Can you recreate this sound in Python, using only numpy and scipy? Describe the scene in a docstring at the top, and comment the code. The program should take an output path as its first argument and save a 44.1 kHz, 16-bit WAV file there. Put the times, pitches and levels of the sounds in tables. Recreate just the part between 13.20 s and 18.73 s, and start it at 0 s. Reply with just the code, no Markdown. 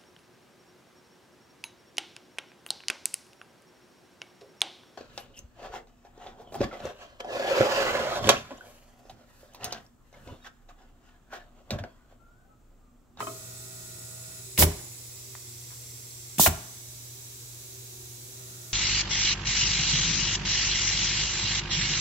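"""Pneumatic stamping machine on a workshop table

A plastic block clatters onto the belt; its knocks are short noise bursts over ringing modes.
The conveyor, wavering tones over a rubbing noise, stops; a valve clicks and coloured noise blasts out.
The cylinder kicks and slams down, then back up: clacks and decaying modes; later the belt restarts.
An air leak hisses throughout, its colour turning as the listener moves, over hum, fan and room rumble.
"""
import sys
import numpy as np
from scipy import signal
from scipy.fft import rfft, irfft, next_fast_len
from scipy.io import wavfile

SR = 44100
rng = np.random.default_rng(int(sys.argv[2]) if len(sys.argv) > 2 else 0)


def generate_wav(signal):
    """Clip the signal to [-1, 1] and save it as 16-bit WAV at the path in sys.argv[1]."""
    frames = np.transpose(np.atleast_2d(signal))
    scaled = np.clip(frames, -1, 1) * 32767
    pcm = np.round(scaled).astype(np.int16)
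    wavfile.write(sys.argv[1], SR, pcm)


N = 243866
TIME = np.arange(N) / SR


def amp(db):
    """Decibels to gain."""
    return 10 ** (np.asarray(db) / 20)


def unit(x):
    """Scales to rms 1."""
    return x / np.sqrt(np.mean(x ** 2) + 1e-20)


def read(points, hz):
    """Reads a curve on a log-frequency axis."""
    f, value = np.transpose(points)
    return np.interp(np.log(hz + 1), np.log(f + 1), value)


def add(mix, s, sound):
    """Mixes a sound in at time s, cut where the scene ends."""
    part = mix[:, max(round(s * SR), 0):][:, :sound.shape[-1]]
    part += sound[..., :part.shape[-1]]


def pan(db):
    """Left and right gains for a left-minus-right level difference."""
    return np.array([amp(db / 2), amp(-db / 2)]).reshape(2, -1)


def drift(per_s):
    """Slow random wander of rms 1, made by keeping only the lowest frequencies of noise."""
    hz = np.fft.rfftfreq(N, 1 / SR)
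    return unit(irfft(rfft(rng.standard_normal(N)) * np.exp(-(hz / per_s) ** 2), N))


# How alike diffuse sound is in the two ears. Each row: frequency in Hz, likeness from 0 to 1.
EAR_LIKENESS = [(40, 0.83), (130, .97), (290, 0.72), (640, 0), (1400, 0), (16000, 0.26)]


def blend(a, b, hz):
    """Stereo spectrum from two independent ones, the right side sharing some of the left."""
    same = read(EAR_LIKENESS, hz)
    return np.array([a, same * a + np.sqrt(1 - same ** 2) * b])


def noise(spectrum):
    """Stereo noise of a given colour and rms 1, alike in both ears mostly in the bass."""
    size = next_fast_len(N)
    hz = np.fft.rfftfreq(size, 1 / SR)
    a, b = rfft(rng.standard_normal((2, size)))
    coloured = blend(a, b, hz) * amp(read(spectrum, hz))
    return unit(irfft(coloured, size)[:, :N])


def tones(lines, speed, waver, flutter):
    """Steady machine tones that waver a little in phase and strength."""
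    out = np.zeros((2, N))
    wander, throb = drift(1), drift(3.5)
    for hz, db in lines:
        shift = rng.integers(N)  # each tone reads the shared wander from its own place
        phase = 2 * np.pi * (hz * speed * TIME + rng.random()) + waver * hz * np.roll(wander, shift)
        apart = np.arccos(read(EAR_LIKENESS, hz))
        wave = np.sqrt(2) * np.sin([phase, phase + apart])
        out += amp(db) * wave * (1 + flutter * np.roll(throb, shift))
    return out


def ring(modes, rise, spread, rattle=0., rattle_per_s=70):
    """Decaying modes, roughened where loose parts rattle; the higher ones differ more in phase between ears."""
    t = np.arange(SR * 3 // 4) / SR
    turn = rng.standard_normal((len(modes), 2, 1)) * spread
    smooth = np.exp(-(np.fft.fftfreq(len(t), 1 / SR) / rattle_per_s) ** 2)
    out = 0
    for (hz, db, t60), apart in zip(modes, turn):
        shake = np.fft.ifft(smooth * np.exp(2j * np.pi * rng.random(len(t))))
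        swing = np.sqrt(1 - rattle ** 2) + rattle * shake / np.std(shake)
        phase = 2 * np.pi * hz * t + apart * min(hz / 1000, 1)
        out = out + amp(db - 60 * t / t60) * (swing * np.exp(1j * phase)).imag
    return out * (1 - np.exp(-t / rise))


def clack(centre_hz, octaves, decay, scatter=0.12, size=8192):
    """A push and the dense rattle after it, in one broad causal resonance."""
    t = np.arange(size) / SR
    hz = abs(np.fft.fftfreq(size, 1 / SR)) + 1
    hump = -2 * np.log1p((np.log2(hz / centre_hz) / octaves) ** 2 / 3)
    log_gain = hump - np.log1p((hz / centre_hz / 8) ** 2)
    resonance = np.exp(np.conj(signal.hilbert(log_gain)))  # minimum phase: nothing sounds before the push
    a, b = np.fft.fft(scatter * rng.standard_normal((2, size)) * np.exp(-t / decay))
    force = 1 + blend(a, b, hz / 2)  # the 1 is the push itself
    x = np.fft.ifft(force * resonance).real * (1 - t / t[-1]) ** 2
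    return x * np.sqrt(decay * SR / np.sum(x ** 2) * 2)


def thump():
    """The short dull push of a part that jerks into motion."""
    return clack(centre_hz=186, octaves=0.39, decay=0.0015)


# How long the shop's tail rings. Each row: frequency in Hz, t60 in seconds.
SHOP_TAIL = [(60, 0.34), (150, 0.78), (400, 0.54), (1400, 0.66), (3000, 0.55), (7000, 0.55), (15000, 0.26)]


def workshop(x, near_db=-8.5, near_t60=0.099, far_db=-17.5, near_low_hz=900, far_low_hz=160):
    """Quick echoes off the table and cardboard, then the faint tail of the shop, all as decaying noise."""
    age = TIME[:SR]
    white = noise([(20, 0), (20000, 0)])[:, :SR]
    hz, t, z = signal.stft(white, SR, nperseg=256)
    z *= amp(-60 * t / read(SHOP_TAIL, hz)[:, None])
    far = signal.istft(z, SR, nperseg=256)[1][:, :SR] * np.clip(age / 0.037, 0, 1)
    near = rng.standard_normal((2, SR)) * amp(-60 * age / near_t60) * (age > .003)
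    # small surfaces throw back little bass
    near = signal.sosfilt(signal.butter(2, near_low_hz, "high", fs=SR, output="sos"), near)
    far = signal.sosfilt(signal.butter(2, far_low_hz, "high", fs=SR, output="sos"), far)
    echoes = (amp(near_db) * unit(near) + amp(far_db) * unit(far)) / np.sqrt(SR)
    return x + signal.fftconvolve(x, echoes, axes=1)[:, :N]


# Colour of the room rumble. Each row: frequency in Hz, relative level in dB.
RUMBLE_COLOUR = [(15, -56.5), (25, -16), (65, -10), (120, -6), (147, -12), (188, -24.5), (371, -14),
                 (441, -19.5), (499, -18.5), (554, -27), (614, -22.5), (1600, -28.5), (2080, -70),
                 (3520, -120)]
RUMBLE_DB = -56


def room_rumble():
    """The low bed of the shop: steady noise weighted to the bass."""
    return amp(RUMBLE_DB) * noise(RUMBLE_COLOUR)


# Transformer hum. Each row: frequency in Hz, level in dB.
MAINS_TONES = [(119.95, -51.5), (240, -72)]
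# Fan tones. Each row: frequency in Hz, level in dB before the flutter.
FAN_TONES = [(358, -68), (385, -65.5), (500, -75), (622, -77)]


def hum():
    """Nearly steady mains hum and a fan whose tones waver strongly in level."""
    mains = tones(MAINS_TONES, 1, waver=.0003, flutter=.04)
    return mains + tones(FAN_TONES, 1, waver=0.0006, flutter=0.79)


# The listener moving round the machine. Each row: time in seconds, share of the whole way.
LISTENER_WAY = [(0, 0), (1.5, 0.1), (2.2, 0.34), (3.1, 0.53), (4.0, 1), (5.5, 0.99)]
# Colour of the escaping air. Each row: frequency in Hz, relative level in dB.
LEAK_COLOUR = [(900, -21.5), (1500, -16.5), (2200, -10.5), (3050, -12), (3550, -5), (4600, -6), (5750, -2),
               (7000, -2), (7950, 1), (8480, -7), (10500, -5.5), (13000, -7.5), (15600, -7), (16300, -28)]
# Balance of the hiss. Each row: frequency in Hz, left-minus-right level in dB.
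LEAK_BALANCE = [(60, -2), (110, -3.5), (200, 2), (380, -1.5), (700, -2), (1290, 0.5), (2380, 1.5),
                (4400, -3), (8120, -2), (15000, -2)]
# Beamed resonances of the leak. Each row: frequency on the beam in Hz, boost on the beam in dB,
# direction as a share of the way, left-minus-right boost in dB.
LEAK_BEAMS = [(5950, 3, 0.65, -6), (6920, 6.5, .1, 8.5), (7520, 7.5, 0.55, 0), (7960, 6, 0.035, -1.5),
              (10130, 3.5, 0.07, -10.5), (14700, 2.5, .95, 11)]
# How much sooner the hiss is heard on the right, at the start and the end of the way [s].
LEAK_RIGHT_LEADS = [0.00013, -.00017]
LEAK_DB = -44.5
LEAK_DIRECT = 0.092  # share of the hiss that reaches both ears straight
BEAM_SPREAD, BEAM_WIDTH = 0.25, 0.025  # share of the way; share of each resonance's frequency
BEAM_GLIDE = 0.12  # rise across a beam, as a share of its frequency per whole way


def leak(echo=0.17, swing=0.246, count=6):
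    """Escaping air; the moving listener passes through its beams, and echoes off the frame comb the hiss."""
    hz, t, z = signal.stft(rng.standard_normal((2, N)), SR, nperseg=512)
    hz = hz[:, None]
    way = np.interp(t, *np.transpose(LISTENER_WAY))
    lead = np.interp(way, [0, 1], LEAK_RIGHT_LEADS)
    straight = LEAK_DIRECT * z[0] * np.exp(2j * np.pi * hz * lead)
    z[1] = straight + np.sqrt(1 - LEAK_DIRECT ** 2) * z[1]
    z *= amp(read(LEAK_COLOUR, hz)) * pan(read(LEAK_BALANCE, hz[:, 0]))[:, :, None]
    for centre_hz, db, direction, side_db in LEAK_BEAMS:
        off_beam = way - direction
        facing = np.exp(-(off_beam / BEAM_SPREAD) ** 2)
        peak = np.exp(-((hz / centre_hz - 1 - BEAM_GLIDE * off_beam) / BEAM_WIDTH) ** 2)
        z *= amp(np.multiply.outer([db + side_db / 2, db - side_db / 2], facing * peak))
    for side in z:
        delays = np.geomspace(.0005, .003, count) * rng.uniform(.8, 1.2, count)
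        slides = swing * rng.standard_normal(count)  # each delay stretches or shrinks along the way
        comb = 1
        for delay, slide in zip(delays, slides):
            comb = comb + echo * np.exp(2j * np.pi * hz * delay * (1 + slide * way))
        side *= abs(comb)
    return amp(LEAK_DB) * unit(signal.istft(z, SR, nperseg=512)[1][:, :N])


# Conveyor runs. Each row: start in seconds, stop in seconds, level in dB, motor speed as a factor.
CONVEYOR_RUNS = [(-.1, 1.29, 0, 1.0), (5.112, 5.7, -4, 1)]
# Motor whine. Each row: frequency in Hz at speed 1, level in dB before the run's level.
MOTOR_TONES = [(178, -64), (648, -61.5), (1268, -69), (1360, -70.5), (1445, -64.5), (1896, -68.5),
               (2622, -72)]
# Colour of the belt's rub. Each row: frequency in Hz, relative level in dB.
BELT_COLOUR = [(100, 7.5), (180, 2.5), (450, 1), (650, 5), (1000, -3.5), (1450, -3), (3000, -22),
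               (5000, -9)]
BELT_DB = -57.5  # before the run's level


def conveyor():
    """The motor whines and the belt rubs, fading in and out at the ends of each run."""
    out = np.zeros((2, N))
    rub = amp(BELT_DB) * noise(BELT_COLOUR)
    for start, stop, db, speed in CONVEYOR_RUNS:
        running = np.clip(np.minimum(TIME - start, stop - TIME) / 0.098, 0, 1)
        whine = tones(MOTOR_TONES, speed, waver=0.00018, flutter=0.06)
        out += amp(db) * running * (rub + whine)
    return out


# Light plastic knocks. Each row: start in seconds, ring level in dB, tick level in dB,
# tick centre in Hz, tick spread in octaves, tick decay in seconds.
PLASTIC_KNOCKS = [(.0045, -34.5, -33, 1210, 0.79, 0.011), (.024, -37, -39.5, 480, 0.69, 0.010),
                  (.069, -35.5, -40, 1200, 0.28, 0.01), (2.152, -69, -41, 1230, 0.54, .0035),
                  (2.505, -74, -60.5, 1220, .6, 0.06)]
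# Modes of the plastic block. Each row: frequency in Hz, relative level in dB, t60 in seconds.
BLOCK_MODES = [(191, -6.5, 0.069), (263.3, -12, 0.24), (351, -7.5, 0.25), (409, -7.5, 0.43),
               (649, -6.5, 0.45), (1030, -14, .11), (1056, 0.5, 0.1), (1230, -6, 0.083), (1268, 3, 0.11),
               (2196, -14, 0.11), (2535, -8, 0.082), (3080, -9, 0.06)]


def knocks():
    """Light plastic parts tick and ring: a noisy clack over the block's rattling modes."""
    out = np.zeros((2, N))
    for s, ring_db, tick_db, hz, octaves, decay in PLASTIC_KNOCKS:
        add(out, s, amp(ring_db) * ring(BLOCK_MODES, rise=0.00044, spread=1.0, rattle=0.67))
        add(out, s, amp(tick_db) * clack(hz, octaves, decay))
    return out


def jet(port, lead, direct=0.14):
    """Air noise from one port: part goes straight to both ears, one a moment before the other."""
    left, right = noise(port)
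    straight = direct * np.interp(TIME + lead, TIME, left)
    return np.array([left, straight + np.sqrt(1 - direct ** 2) * right])


# Solenoid valve switching. Each row: start in seconds, air spit level in dB, decay of spit and click
# in seconds, click level in dB, spool thump level in dB.
VALVE_SWITCHES = [(1.3767, -23.5, 0.014, -29, -43), (3.1831, -23, 0.02, -37.5, -22)]
# Exhaust blasts, one a stroke. Each row: opening in seconds, opening time in seconds, piston arrival
# in seconds, level in dB, sag by arrival in dB, emptying time in seconds, left-minus-right level in dB
# (of spit and blast).
EXHAUST_BLASTS = [(1.3852, 0.0064, 1.436, -15, -1.5, 0.0073, -2),
                  (3.196, .003, 3.275, -13.9, -3.8, 0.0076, -1)]
# Port that vents on the down stroke. Each row: frequency in Hz, relative level in dB.
DOWN_PORT = [(180, -37.5), (300, -0.5), (611, -9), (746, -19), (1000, -9), (1130, -17), (2380, -14),
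             (5010, -6.5), (6970, -8.5), (7580, -4), (8940, -11), (9710, -3), (15700, -5.5)]
# Port that vents on the return. Each row: frequency in Hz, relative level in dB.
RETURN_PORT = [(180, -42), (300, -7), (439, -11.5), (527, -18), (632, -27), (1520, -27.5), (1820, -15),
               (1980, -25.5), (3480, -9), (5350, -9.5), (5810, -6), (7900, -4), (9000, -8.5), (15700, -3.5)]
# How much sooner each port is heard on the right [s].
PORT_RIGHT_LEADS = [6 / SR, -2 / SR]


def exhaust():
    """The valve clicks; air then roars from one port until the piston arrives and the chamber empties."""
    out = np.zeros((2, N))
    strokes = zip(VALVE_SWITCHES, EXHAUST_BLASTS, (DOWN_PORT, RETURN_PORT), PORT_RIGHT_LEADS)
    for switch, blast, port, lead in strokes:
        s, spit_db, decay, click_db, spool_db = switch
        opens, opening, arrives, blast_db, sag_db, emptying, side_db = blast
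        spit = np.clip((TIME - s) / 0.0014, 0, 1) * np.exp(-np.maximum(TIME - s - .003, 0) / decay)
        travel = np.clip((TIME - opens) / (arrives - opens), 0, 1)
        flow = np.clip((TIME - opens) / opening, 0, 1) * amp(sag_db * travel)
        flow *= np.exp(-np.maximum(TIME - arrives, 0) / emptying)
        out += jet(port, lead) * (amp(spit_db) * spit + amp(blast_db) * flow) * pan(side_db)
        add(out, s, amp(click_db) * clack(centre_hz=2520, octaves=0.54, decay=decay))
        add(out, s, amp(spool_db) * thump())
    return out


# The piston breaks loose, kicking the frame back. Each row: start in seconds, thump level in dB,
# knock level in dB, frame sway level in dB.
PISTON_KICKS = [(1.3848, -17.5, -30, -28), (3.1953, -13.5, -14.5, -34.5)]
# The piston slams into the end of its travel. Each row: start in seconds, knock level in dB,
# panel ring level in dB, barrel ring level in dB.
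PISTON_SLAMS = [(1.4232, -18, -30.5, -33), (3.2618, -18.5, -41, -25.5)]
# The frame takes the load and jolts on the table. Each row: start in seconds, sway level in dB,
# thud centre in Hz, panel ring level in dB.
FRAME_JOLTS = [(1.4037, -22, 370, -31), (1.4287, -18.5, 260, -27), (1.4658, -31, 260, -35.5),
               (3.274, -21.5, 200, -39.5)]
# The whole frame rocking on the table. Each row: frequency in Hz, relative level in dB, t60 in seconds.
FRAME_MODES = [(53.3, -12, 0.42), (81.7, 4.5, 0.2), (105.3, -12, 0.34), (159, -8.5, 0.26)]
# Plastic panels of the base. Each row: frequency in Hz, relative level in dB, t60 in seconds.
PANEL_MODES = [(175.3, -5, 0.28), (254, -0.5, 0.19), (341, -16, 0.39), (367, 0.5, 0.21), (409, -4, 0.38),
               (584.4, 5, 0.11), (656, -4, 0.11), (800, -33, 0.14), (1004, -3, 0.11)]
# Metal barrel and its end stop. Each row: frequency in Hz, relative level in dB, t60 in seconds.
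BARREL_MODES = [(645, 0.5, 0.17), (709.6, 1, 0.16), (768, 1, .12), (1000, -7, 0.13), (1080, -7, 0.067),
                (1387, -6, .24), (1463, 3.5, 0.074), (1850, -14, .1), (2310, -18, 0.11), (2640, -10, 0.12),
                (2730, -15, 0.14), (2906, -4, 0.051)]
THUMP_LAG_S, KICK_BARREL_DB = 0.0016, -38  # the thump follows the knock; every kick rings the barrel lightly
CRACK_DB, CRACK_LAG_S = -1, .0008  # the bright crack of a slam against its knock
THUD_DB = -9.5  # thud of a jolt against its sway
BARREL_RATTLE = .7  # share of the barrel's ring that is shaken by loose fittings


def cylinder():
    """Each stroke kicks off, slams into its end and jolts the frame; barrel, panels and frame ring on."""
    out = np.zeros((2, N))
    frame = ring(FRAME_MODES, rise=0.0022, spread=1.1)
    panels = ring(PANEL_MODES, rise=0.0002, spread=1.93, rattle=0.73, rattle_per_s=33)
    barrel = ring(BARREL_MODES, rise=0.00056, spread=1.0, rattle=BARREL_RATTLE)
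    for s, thump_db, knock_db, sway_db in PISTON_KICKS:
        add(out, s, amp(knock_db) * clack(centre_hz=808, octaves=0.29, decay=0.0025))
        add(out, s + THUMP_LAG_S, amp(thump_db) * thump())
        add(out, s, amp(KICK_BARREL_DB) * barrel - amp(sway_db) * frame)  # minus: the frame recoils
    for s, db, panel_db, barrel_db in PISTON_SLAMS:
        crack = clack(centre_hz=1800, octaves=0.9, decay=0.0088, scatter=0.29)
        add(out, s, amp(db) * clack(centre_hz=765, octaves=0.43, decay=0.0081))
        add(out, s + CRACK_LAG_S, amp(db + CRACK_DB) * crack)
        add(out, s, amp(panel_db) * panels + amp(barrel_db) * barrel)
    for s, sway_db, hz, panel_db in FRAME_JOLTS:
        add(out, s, amp(sway_db + THUD_DB) * clack(hz, octaves=0.64, decay=0.021))
        add(out, s, amp(sway_db) * frame + amp(panel_db) * panels)
    return out


def scene():
    """The machine's strokes and knocks echo in the workshop, over rumble, hum, leak and conveyor."""
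    steady = room_rumble() + hum() + leak() + conveyor()
    return workshop(knocks() + exhaust() + cylinder()) + steady


EDGE_HZ = 15840  # upper band limit


def record(dry):
    """The microphone sheds the lowest rumble; a steep low-pass then limits the band."""
    thinned = signal.sosfilt(signal.butter(2, 38, "high", fs=SR, output="sos"), dry)
    low_pass = signal.firwin(1023, EDGE_HZ, window=("kaiser", 8), fs=SR)
    return signal.oaconvolve(thinned, low_pass[None], "same")


dry = scene()
out = record(dry)
generate_wav(out)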